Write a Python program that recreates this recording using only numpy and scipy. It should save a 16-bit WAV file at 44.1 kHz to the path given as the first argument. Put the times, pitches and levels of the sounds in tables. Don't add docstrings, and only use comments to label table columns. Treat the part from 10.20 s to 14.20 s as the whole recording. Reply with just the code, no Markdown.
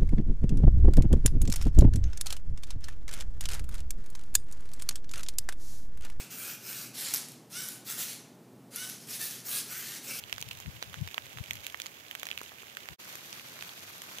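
import sys
import numpy as np
from scipy import signal
from scipy.fft import rfft, irfft
from scipy.io import wavfile
from scipy.ndimage import uniform_filter1d

SR = 44100
rng = np.random.default_rng(int(sys.argv[2]) if len(sys.argv) > 2 else 0)


def master(y):
    cut = np.clip(np.atleast_2d(y).T, -1, 1)
    pcm = np.round(cut * 32767)
    wavfile.write(sys.argv[1], SR, pcm.astype(np.int16))


N = 176400
MILLISECOND = 1 / 1000
PULSE_SIZE = 256
TICK_HZ, TICK_OCTAVES = 8840, 1.8
BREAK_S = 2.774


def from_db(db):
    return 10 ** (np.asarray(db) / 20)


def unit(x):
    return x / np.sqrt(np.sum(x ** 2) + 1e-20)


def add(out, x, s):
    i = max(int(s * SR), 0)
    out[i:i + len(x)] += x[:max(len(out) - i, 0)]


def at_hz(points, size):
    hz, value = np.transpose(points)
    bin_hz = np.arange(size // 2 + 1) * SR / size
    return np.interp(np.log(bin_hz + 1), np.log(hz), value)


def coloured(x, points, size=8192):
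    cepstrum = irfft(np.log(from_db(at_hz(points, size))))
    cepstrum[1:size // 2] *= 2
    cepstrum[size // 2 + 1:] = 0
    return signal.fftconvolve(x, irfft(np.exp(rfft(cepstrum))))[:len(x)]


def pulse(hz, octaves, turn):
    distance = np.log2((np.arange(PULSE_SIZE // 2 + 1) * SR / PULSE_SIZE + 1) / hz)
    spectrum = np.exp(-(distance / octaves) ** 2 + 2j * np.pi * turn)
    return unit(np.roll(irfft(spectrum), PULSE_SIZE // 2))


def burst(decay_s, size=2048):
    return unit(rng.standard_normal(size) * np.exp(-np.arange(size) / SR / decay_s))


def through_fabric(blow, seam_s):
    ripple = from_db(-10.5) * burst(decay_s=0.001)
    shiver = from_db(-18) * burst(decay_s=0.005)
    response = np.r_[1, ripple + shiver]
    add(response, from_db([-7.5]), seam_s + 0.5 / SR)
    return unit(signal.fftconvolve(blow, response)) * np.sqrt(np.sum(blow ** 2))


def flurry():
    # time in seconds, strength of the patter in dB.
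    strength = [(0, -1), (.2, -2.5), (.6, -2), (1.0, -1.5), (1.3, -1), (1.65, -0.5), (1.8, -3), (2.1, 0),
                (2.3, -2), (2.6, -2), (2.93, -1), (3.33, -3.5), (3.44, -3), (3.62, -2.5), (4, -1.5)]
    flurry_db = np.interp(np.arange(N) / SR, *np.transpose(strength))
    clump_s, hiss_share = 0.016, 0.68
    window = int(clump_s * SR)
    clumps = uniform_filter1d(uniform_filter1d(rng.standard_normal(N), window), window)
    clumps /= clumps.std()
    return flurry_db, clumps, from_db(hiss_share * (flurry_db + clumps))


def hiss(spectrum, level_db):
    # frequency in Hz, correlation between the ears.
    likeness = [(50, 0.1), (130, 0.73), (300, 0.61), (640, 0.59), (1300, -0.83), (2500, -0.14),
                (15000, -0.031)]
    alike = np.clip(at_hz(likeness, N), -1, 1)
    mid, side = rfft(rng.standard_normal((2, N)))
    ears = np.sqrt((1 + alike) / 2) * mid + np.sqrt((1 - alike) / 2) * side * [[1], [-1]]
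    return irfft(ears * from_db(level_db + at_hz(spectrum, N)), N)


def patter(per_s, level_db, spread_db, middle_hz, scatter_octaves, width_octaves, spots=32):
    out = np.zeros((2, N))
    size_limit, seam_s = 3.23, 0.00045
    sizes = from_db(level_db + spread_db * np.minimum(rng.exponential(1, N), size_limit))
    clicks = sizes * (rng.random(N) < per_s / SR) * rng.choice([-1, 1], N)
    spot = rng.integers(0, spots, N)
    for k, quantile in enumerate((np.arange(spots) + 0.5) / spots):
        hz = middle_hz * 2 ** (scatter_octaves * np.log(quantile / (1 - quantile)) / 2)
        tick = from_db(rng.normal(-2, 4.9)) * pulse(TICK_HZ, TICK_OCTAVES, rng.random())
        blow = pulse(hz, width_octaves, rng.random()) + tick
        for ear in out:
            landing = through_fabric(blow, seam_s * rng.uniform(0.45, 2))
            delay_s = rng.uniform(0, 0.5) * MILLISECOND
            add(ear, signal.oaconvolve(clicks * (spot == k), landing), delay_s)
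    return out * np.sqrt(SR * MILLISECOND)


def hail_on_field(flurry_db, clumps, swell):
    # frequency in Hz, relative level of the hiss in dB.
    spectrum = [(20, -21), (45, -17), (80, 4.5), (150, 1), (400, 0.5), (1000, -1), (2500, 1.5), (4500, -4),
                (8000, -6.5), (12000, -5), (15500, -4)]
    far = swell * hiss(spectrum, level_db=-44.5)
    return far + patter(per_s=330 * from_db(4.5 * clumps), level_db=flurry_db - 54.5, spread_db=4,
                        middle_hz=2750, scatter_octaves=0.32, width_octaves=0.52)


def near_stones():
    # time in seconds, snap level in dB, snap pitch in Hz, snap width in octaves, thud and tick levels
    # in dB before their fixed gains, delay of the seam's echo in ms, lead of the left ear in ms.
    stones = [(0.0385, -32.5, 3200, 0.54, -60.0, -42, 0.67, 0.016),
              (0.0972, -37.5, 2630.0, 0.61, -58, -47, 0.63, 0.1),
              (0.1275, -20.5, 2500, 1, -38, -28, 0.37, 0.42),
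              (0.1624, -39, 3200.0, 1.1, -60.0, -53, 0.29, 0.26),
              (0.1818, -46, 4540, 0.27, -32.0, -38, 0.63, 0.38),
              (0.2058, -50.0, 4400.0, 1.4, -60, -35, 0.76, 0.3),
              (0.2141, -37, 5500, 0.7, -56, -29.5, 0.43, -0.019),
              (0.226, -28.0, 3020.0, 0.88, -38.5, -32.5, 0.3, 0.38),
              (0.2884, -39, 2970.0, 0.49, -60.0, -35.5, 0.44, 0.34),
              (0.311, -33.5, 2410.0, 1.35, -54.0, -38, 0.28, 0.28),
              (0.3133, -29, 2820, 0.68, -43, -39, 0.7, 0.38),
              (0.402, -40, 2100, 0.5, -44.5, -34.5, 0.95, 0.31),
              (0.461, -38.5, 2950.0, 0.74, -43, -58, 0.46, -0.13),
              (0.6265, -25.5, 2510.0, 1.43, -35.5, -37, 0.48, -0.18),
              (0.7307, -49, 2820.0, 0.56, -47, -46, 0.62, 0.3),
              (0.7428, -30.5, 1720, 0.88, -59, -39.0, 0.29, 0.27),
              (0.876, -32, 2550, 1.3, -39.5, -38, 1.03, 0.46),
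              (0.8875, -37.5, 2690.0, 0.58, -62, -45, 0.82, 0.43),
              (0.9443, -26.5, 2990, 1.26, -41, -32.5, 0.26, 0.33),
              (0.9803, -20.5, 1820, 0.87, -40.5, -35, 0.36, 0.27),
              (1.067, -40, 2470.0, 1.6, -53, -41, 0.24, 0.43),
              (1.1732, -35.5, 2080.0, 0.71, -50, -42, 0.81, -0.1),
              (1.1859, -37, 2970.0, 0.61, -39, -44.0, 0.8, -0.13),
              (1.3095, -21.5, 2580, 0.52, -40.5, -28.5, 0.51, 0.32),
              (1.3336, -36.5, 2060.0, 0.38, -52, -31, 0.47, -0.1),
              (1.355, -37.5, 2550.0, 0.73, -60.0, -35, 0.98, -0.13),
              (1.467, -28, 2400, 0.58, -54.0, -26.5, 0.24, 0.31),
              (1.545, -26, 1920.0, 0.65, -41, -44, 0.97, 0.26),
              (1.6009, -26.5, 2800, 0.66, -39.5, -31, 0.56, 0.3),
              (1.6185, -28.5, 4100, 0.94, -60.0, -33.5, 0.88, -0.37),
              (1.6603, -42, 4340, 0.64, -34, -37, 0.92, 0.4),
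              (1.6662, -32, 3460.0, 0.88, -53, -34.5, 0.42, -0.28),
              (1.9123, -28.5, 2560, 0.51, -60.0, -37, 0.58, 0.18),
              (1.9518, -28, 2300, 0.94, -41.5, -32, 0.5, 0.29),
              (1.956, -36, 2470.0, 0.77, -52, -55.0, 1.3, 0.28),
              (1.9972, -39, 3060, 0.35, -62, -34, 0.45, -0.51),
              (2.032, -30, 2930.0, 0.41, -32, -32, 0.52, -0.13),
              (2.055, -39.0, 3720.0, 0.36, -47, -33.5, 0.94, -0.1),
              (2.0687, -30, 2270, 0.46, -39, -32, 1.14, -0.17),
              (2.0883, -30, 2730.0, 0.92, -52, -40, 0.96, -0.34),
              (2.1039, -36, 2930, 0.8, -44, -46, 0.56, 0.3),
              (2.1142, -23, 2730, 0.56, -40, -35.5, 1.19, 0.35),
              (2.1247, -38, 2560.0, 0.64, -60.0, -55.0, 0.76, 0.3),
              (2.1292, -37, 2670.0, 0.36, -58, -55.0, 1.6, 0.3),
              (2.1768, -26.5, 2650, 0.58, -43.5, -34, 0.78, 0.37),
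              (2.193, -37.5, 2930.0, 0.56, -60.0, -51, 0.43, 0.42),
              (2.2152, -36, 1200, 1, -39.5, -37, 0.77, 0.29),
              (2.233, -44, 2500.0, 0.24, -58, -36, 0.36, 0.33),
              (2.3195, -41.5, 1200, 0.81, -53, -50, 0.35, 0.28),
              (2.433, -42, 1300, 0.9, -48, -50, 0.67, 0.29), (2.5707, -28, 1990, 0.55, -63, -33, 0.23, 0.3),
              (2.688, -29, 1620, 1.24, -58, -39, 0.4, -0.19),
              (2.9553, -41.0, 1940, 0.28, -40, -33, 0.56, -0.22),
              (3.1287, -37.5, 5550, 0.44, -34.5, -40, 0.37, 0.36),
              (3.197, -36, 2570.0, 0.73, -64, -48, 0.35, 0.49),
              (3.3903, -37.5, 1790.0, 0.68, -52, -42, 0.98, 0.37),
              (3.41, -34, 3510.0, 0.68, -50.0, -46.5, 0.49, 0.45),
              (3.4244, -29.5, 2140, 1.3, -62, -37, 1.23, 0.34),
              (3.493, -35, 3600.0, 0.37, -57, -48, 0.68, 0.25),
              (3.594, -59, 1890.0, 0.41, -57, -41, 0.5, 0.25),
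              (3.8193, -40.5, 2750, 0.45, -48, -32, 0.57, 0.35),
              (3.9855, -30.5, 2650, 0.7, -58, -34, 0.34, 0.27)]
    thud_gain_db, tick_gain_db = 1, 1.07
    out = np.zeros((2, N))
    for s, snap_db, hz, octaves, thud_db, tick_db, seam_ms, lead_ms in stones:
        turn = rng.random()
        snap = from_db(snap_db) * pulse(hz, octaves, turn)
        thud = from_db(thud_db + thud_gain_db) * pulse(0.33 * hz, octaves=1.35, turn=turn)
        for ear, arrival in zip(out, (s - lead_ms * MILLISECOND, s)):
            tick = from_db(tick_db + tick_gain_db) * pulse(TICK_HZ, TICK_OCTAVES, rng.random())
            crumbling = signal.fftconvolve(tick, np.r_[1, from_db(-5) * burst(decay_s=0.0018)])
            for part in (snap + thud, crumbling):
                add(ear, through_fabric(part, seam_ms * MILLISECOND), arrival - PULSE_SIZE / 2 / SR)
    return out * np.sqrt(SR * MILLISECOND)


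def wind():
    # time of the peak in seconds, level in dB, half length in seconds.
    puffs = [(0.04, -53.5, 0.027), (0.144, -50.5, 0.023), (0.211, -47.5, 0.013), (0.274, -43.5, 0.013),
             (.34, -52, 0.091), (0.475, -32, 0.013), (0.56, -47, 0.026), (0.688, -47.5, 0.031),
             (0.782, -38, 0.011), (0.818, -25, 0.0069), (0.852, -40.5, 0.018), (1.046, -54.5, 0.047),
             (1.166, -45, 0.019), (1.208, -31, 0.0047), (1.343, -49, 0.053), (2.713, -44.5, 0.013)]
    # frequency in Hz, relative level of the eddies in dB.
    spectrum = [(20, -18), (40, -35), (65, -2), (100, 1), (170, -4), (250, -18), (400, -19), (1000, -81)]
    low_hz, high_hz, shelter_db = 57, 210, -25
    t = np.arange(N) / SR
    swell = np.sqrt(sum(from_db(db) ** 2 * np.exp(-((t - s) / half) ** 2) for s, db, half in puffs))
    eddies = signal.hilbert([coloured(rng.standard_normal(N), spectrum) for ear in range(2)])
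    eddies = eddies.real / (abs(eddies) + abs(eddies).mean() / 2)
    low_cut = signal.butter(3, low_hz, "high", fs=SR, output="sos")
    high_cut = signal.butter(3, high_hz, fs=SR, output="sos")
    rumble = signal.sosfilt(np.r_[low_cut, high_cut], swell * eddies / eddies.std())
    return rumble * from_db([[0], [shelter_db]])


def hail_on_ice(flurry_db, clumps, swell):
    # frequency in Hz, relative level of the hiss in dB.
    spectrum = [(20, -30), (50, -12), (110, 5), (180, 4.5), (450, 0), (1000, -1.5), (2500, 0), (4500, 1),
                (8000, -6.5), (12000, -4.5), (15500, -10)]
    # frequency in Hz, gain of the left side in dB.
    left_gain = [(100, -1.5), (1000, 0.5), (2500, 7), (5000, 0), (8000, 5.5), (12000, 4), (15500, 7.5)]
    far = swell * hiss(spectrum, level_db=-43.5)
    left, right = far + patter(per_s=1400 * from_db(3 * clumps), level_db=flurry_db - 55.3, spread_db=3,
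                               middle_hz=2490, scatter_octaves=1.05, width_octaves=0.77)
    return np.array([coloured(left, left_gain), right])


def scene():
    flurry_db, clumps, swell = flurry()
    field = hail_on_field(flurry_db, clumps, swell)
    ice = hail_on_ice(flurry_db, clumps, swell)
    return np.where(np.arange(N) / SR < BREAK_S, field, ice) + near_stones() + wind()


def record(dry):
    # frequency in Hz, gain of the microphone port in dB.
    left_port = [(100, 0.5), (700, -1), (1500, -3.5), (2400, -9), (3400, -7.5), (4600, -3), (6500, -5),
                 (7400, -11), (9200, -8.5), (11000, -4.5), (11900, 0), (13500, -2.5), (15500, -11.5)]
    right_port = [(100, 0), (700, 0.06), (1200, 2.5), (2500, 2), (3400, 2.5), (3900, 0), (5200, -1),
                  (6700, 4), (7400, -0.5), (9000, -5), (10800, -6.5), (12000, -3), (15500, -4.5)]
    fade_out_s, gap_s, fade_in_s, floor_db = 0.034, 0.014, 0.019, -54
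    cutoff_hz = 15700
    t = np.arange(N) / SR - BREAK_S
    falling, rising = (-t - gap_s / 2) / fade_out_s, (t - gap_s / 2) / fade_in_s
    fade = np.clip(np.maximum(falling, rising), 0, 1) ** 2
    heard = np.array([coloured(dry[0], left_port), coloured(dry[1], right_port)])
    heard *= np.maximum(fade, from_db(floor_db))
    return signal.sosfilt(signal.ellip(10, 0.2, 70, cutoff_hz, fs=SR, output="sos"), heard)


dry = scene()
out = record(dry)
master(out)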